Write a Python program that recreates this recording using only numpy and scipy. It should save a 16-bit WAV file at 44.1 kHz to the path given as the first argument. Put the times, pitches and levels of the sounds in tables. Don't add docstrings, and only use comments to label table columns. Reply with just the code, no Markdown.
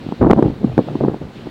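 import sys
import numpy as np
from scipy import signal
from scipy.fft import rfft, irfft
from scipy.io import wavfile
from scipy.ndimage import uniform_filter1d

SR = 44100
rng = np.random.default_rng(int(sys.argv[2]) if len(sys.argv) > 2 else 0)


def materialize(psi):
    bounded = np.clip(np.atleast_2d(psi).T, -1, 1)
    quanta = np.round(bounded * 32767).astype(np.int16)
    wavfile.write(sys.argv[1], SR, quanta)


N = 66150
TIME = np.arange(N) / SR
FREQS = np.fft.rfftfreq(N, 1 / SR)


def amp(db):
    return 10 ** (np.asarray(db) / 20)


def unit(x):
    return x / np.sqrt(np.mean(x ** 2) + 1e-20)


def curve(points, t):
    return np.interp(t, *np.transpose(points))


def noise(tone):
    f, db = np.transpose(tone)
    gain = amp(np.interp(np.log(FREQS + 1), np.log(f), db))
    return unit(irfft(rfft(rng.standard_normal(N)) * gain, N))


def wander(fastest_hz, slowest_hz=1e-3):
    band = FREQS ** 2 / (FREQS ** 2 + slowest_hz ** 2) / (1 + (FREQS / fastest_hz) ** 4)
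    return unit(irfft(rfft(rng.standard_normal(N)) * band, N))


def levelled(x, samples):
    power = uniform_filter1d(uniform_filter1d(x ** 2, samples), samples)
    return x / np.sqrt(power + 1e-12)


# f/Hz, level/dB
HISS_TONE = [(30, 0.5), (200, 2.5), (500, 0.5), (800, 0), (1300, -2.5), (2100, -5.5), (2700, -6),
             (3400, -6.5), (4200, -8.5), (5200, -18.5), (6200, -22.5), (7400, -24.5), (9000, -29.5),
             (12000, -33.5), (16000, -32.5)]
# t/s, level/dB
HISS_SWELL = [(0, 1.5), (.08, 1), (.16, 1.5), (.24, -3.5), (.4, -1.5), (.47, 0.5), (.6, -4.5), (.68, -2),
              (.75, -1), (.84, 1), (.99, 1.5), (1.12, -4), (1.32, -4.5), (1.37, 3.5), (1.44, 0.5), (1.5, 0)]

def blade_hiss(level_db=-43, patch_db=0.9, swell_hz=3200, width_octaves=0.76):
    hz, t, spectrum = signal.stft(noise(HISS_TONE), SR, nperseg=512, noverlap=384)
    speckle = rng.standard_normal(spectrum.shape)
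    patches = unit(uniform_filter1d(uniform_filter1d(speckle, 10, axis=0), 16, axis=1))
    octaves_away = np.log2((hz + 1) / swell_hz)
    swell_share = 0.15 + 0.85 * np.exp(-(octaves_away / width_octaves) ** 2)
    swell_db = swell_share[:, None] * curve(HISS_SWELL, t)
    spectrum = spectrum * amp(level_db + swell_db + patch_db * patches)
    return signal.istft(spectrum, SR, nperseg=512, noverlap=384)[1][:N]


# f/Hz, level/dB
RUMBLE_TONE = [(10, -27), (25, -15.5), (50, -4.5), (90, 2), (140, 0.5), (250, -38), (600, -75)]
# t/s, level/dB
RUMBLE_LEVEL = [(0, -61), (.05, -40.5), (.09, -33), (.135, -68), (.18, -49.5), (.215, -17.5), (.32, -28),
                (.42, -38), (.46, -18), (.53, -31), (.58, -42.5), (.64, -30.5), (.72, -26.5), (.8, -37),
                (.86, -46), (.98, -41.5), (1.1, -45), (1.19, -41.5), (1.24, -29), (1.33, -53), (1.5, -41)]

def wind_rumble():
    return levelled(noise(RUMBLE_TONE), samples=2000) * amp(curve(RUMBLE_LEVEL, TIME))


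# t/s, level/dB
GUST_LEVEL = [(0, -35), (.055, -35.5), (.08, -35), (.135, -28.5), (.155, -41), (.195, -34.5), (.215, -13),
              (.315, -14), (.345, -23), (.39, -11), (.41, -23.5), (.465, -14), (.505, -24), (.55, -35),
              (.6, -34), (.63, -22.5), (.695, -25.5), (.765, -40), (.782, -12.5), (.803, -16.5),
              (.83, -33.5), (.91, -26), (.995, -30.5), (1.015, -17.5), (1.09, -21), (1.12, -26.5),
              (1.15, -26), (1.195, -44.5), (1.215, -25.5), (1.26, -33), (1.335, -45), (1.37, -34.5),
              (1.435, -37.5), (1.475, -29.5), (1.5, -42)]
# f/Hz, level/dB
ROAR_TONE = [(30, -41.5), (80, -16), (140, 3.5), (220, 1), (380, -4.5), (520, -11), (750, -18),
             (1100, -28.5), (1800, -43.5), (4000, -86)]
# f/Hz, level/dB
FLUTTER_TONE = [(150, -27), (450, 5), (800, 2.5), (1200, -11.5), (1550, -17.5), (2000, -38), (3000, -44.5),
                (6000, -72)]

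def gusts(roar_db=-20, flutter_db=-38, roar_lump_db=7, flutter_lump_db=17.5):
    gust_db = curve(GUST_LEVEL, TIME) + 22
    eddies = np.tanh(wander(fastest_hz=75, slowest_hz=7.5))
    roar = levelled(noise(ROAR_TONE) * amp(roar_lump_db * eddies), samples=600)
    flutter = levelled(noise(FLUTTER_TONE) * amp(flutter_lump_db * eddies), samples=1100)
    return roar * amp(roar_db + gust_db) + flutter * amp(flutter_db + 1.9 * gust_db)


# t/s, level/dB, f/Hz, rise time/s, raggedness/rad
BUFFETS = [(0.064, -14, 240, .002, 0.083), (0.087, -11.5, 178, 0.0025, 0.18),
           (0.1218, -9.5, 268, 0.0017, 0.12), (.1225, -16, 846, 0.001, 0.17),
           (0.209, -9.5, 230, 0.0019, 0.72), (.226, 1, 302, .002, 0.57), (0.245, -6, 514, 0.0018, 0.75),
           (0.267, -0.5, 352, 0.0024, 0.4), (.298, -1, 334, 0.0016, 0.65), (0.3037, 3.5, 247, 0.003, 0.73),
           (0.3106, 4, 256, 0.0018, 0.9), (0.329, 3, 345, .0012, 0.7), (.332, 5.5, 393, 0.00118, 0.41),
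           (0.391, -3, 290, 0.0031, .2), (0.424, 1, 375, 0.0024, 0.22), (0.447, -9, 328, 0.0024, 0.22),
           (0.458, -3.5, 268, 0.0022, 0.09), (0.642, -1.5, 222, 0.0038, 0.12),
           (0.7786, 5, 326.6, .0013, 0.33), (0.789, 1.5, 446, 0.001, .2), (.792, -4, 443, 0.002, 0.17),
           (.802, -17.5, 386, 0.0018, 0.43), (0.885, -15, 650, 0.0014, 0.58),
           (0.953, -4.5, 264, 0.0025, 0.21), (1.009, -4.5, 426, 0.0011, 0.15),
           (1.037, -4.5, 380, 0.002, 0.21), (1.048, -2, 310, 0.0013, 0.34),
           (1.081, -2.5, 396, 0.0021, 0.36), (1.142, -14.5, 456, 0.0016, 0.79),
           (1.227, -23.5, 385, 0.00042, 0.15), (1.469, -14.5, 271, .002, 0.27)]

def buffets(low_cut_hz=140):
    swings = np.zeros(N)
    wobble = wander(fastest_hz=714)
    phases = rng.random(len(BUFFETS))
    for (start, db, hz, rise, raggedness), phase in zip(BUFFETS, phases):
        age = np.maximum(TIME - start, 0)
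        push = (age / rise * np.exp(1 - age / rise)) ** 2
        swings += amp(db) * push * np.sin(2 * np.pi * (hz * age + phase) + raggedness * wobble)
    low_cut = signal.butter(2, low_cut_hz, "high", fs=SR, output="sos")
    return signal.sosfilt(low_cut, swings)


def scene():
    return (blade_hiss() + wind_rumble() + gusts() + buffets())[None]


def record(dry):
    clipped = np.clip(dry, -1, 1)
    treble_cut = signal.firwin(511, cutoff=16100, window=("kaiser", 9), fs=SR)
    return signal.oaconvolve(clipped, treble_cut[None], "same")


dry = scene()
out = record(dry)
materialize(out)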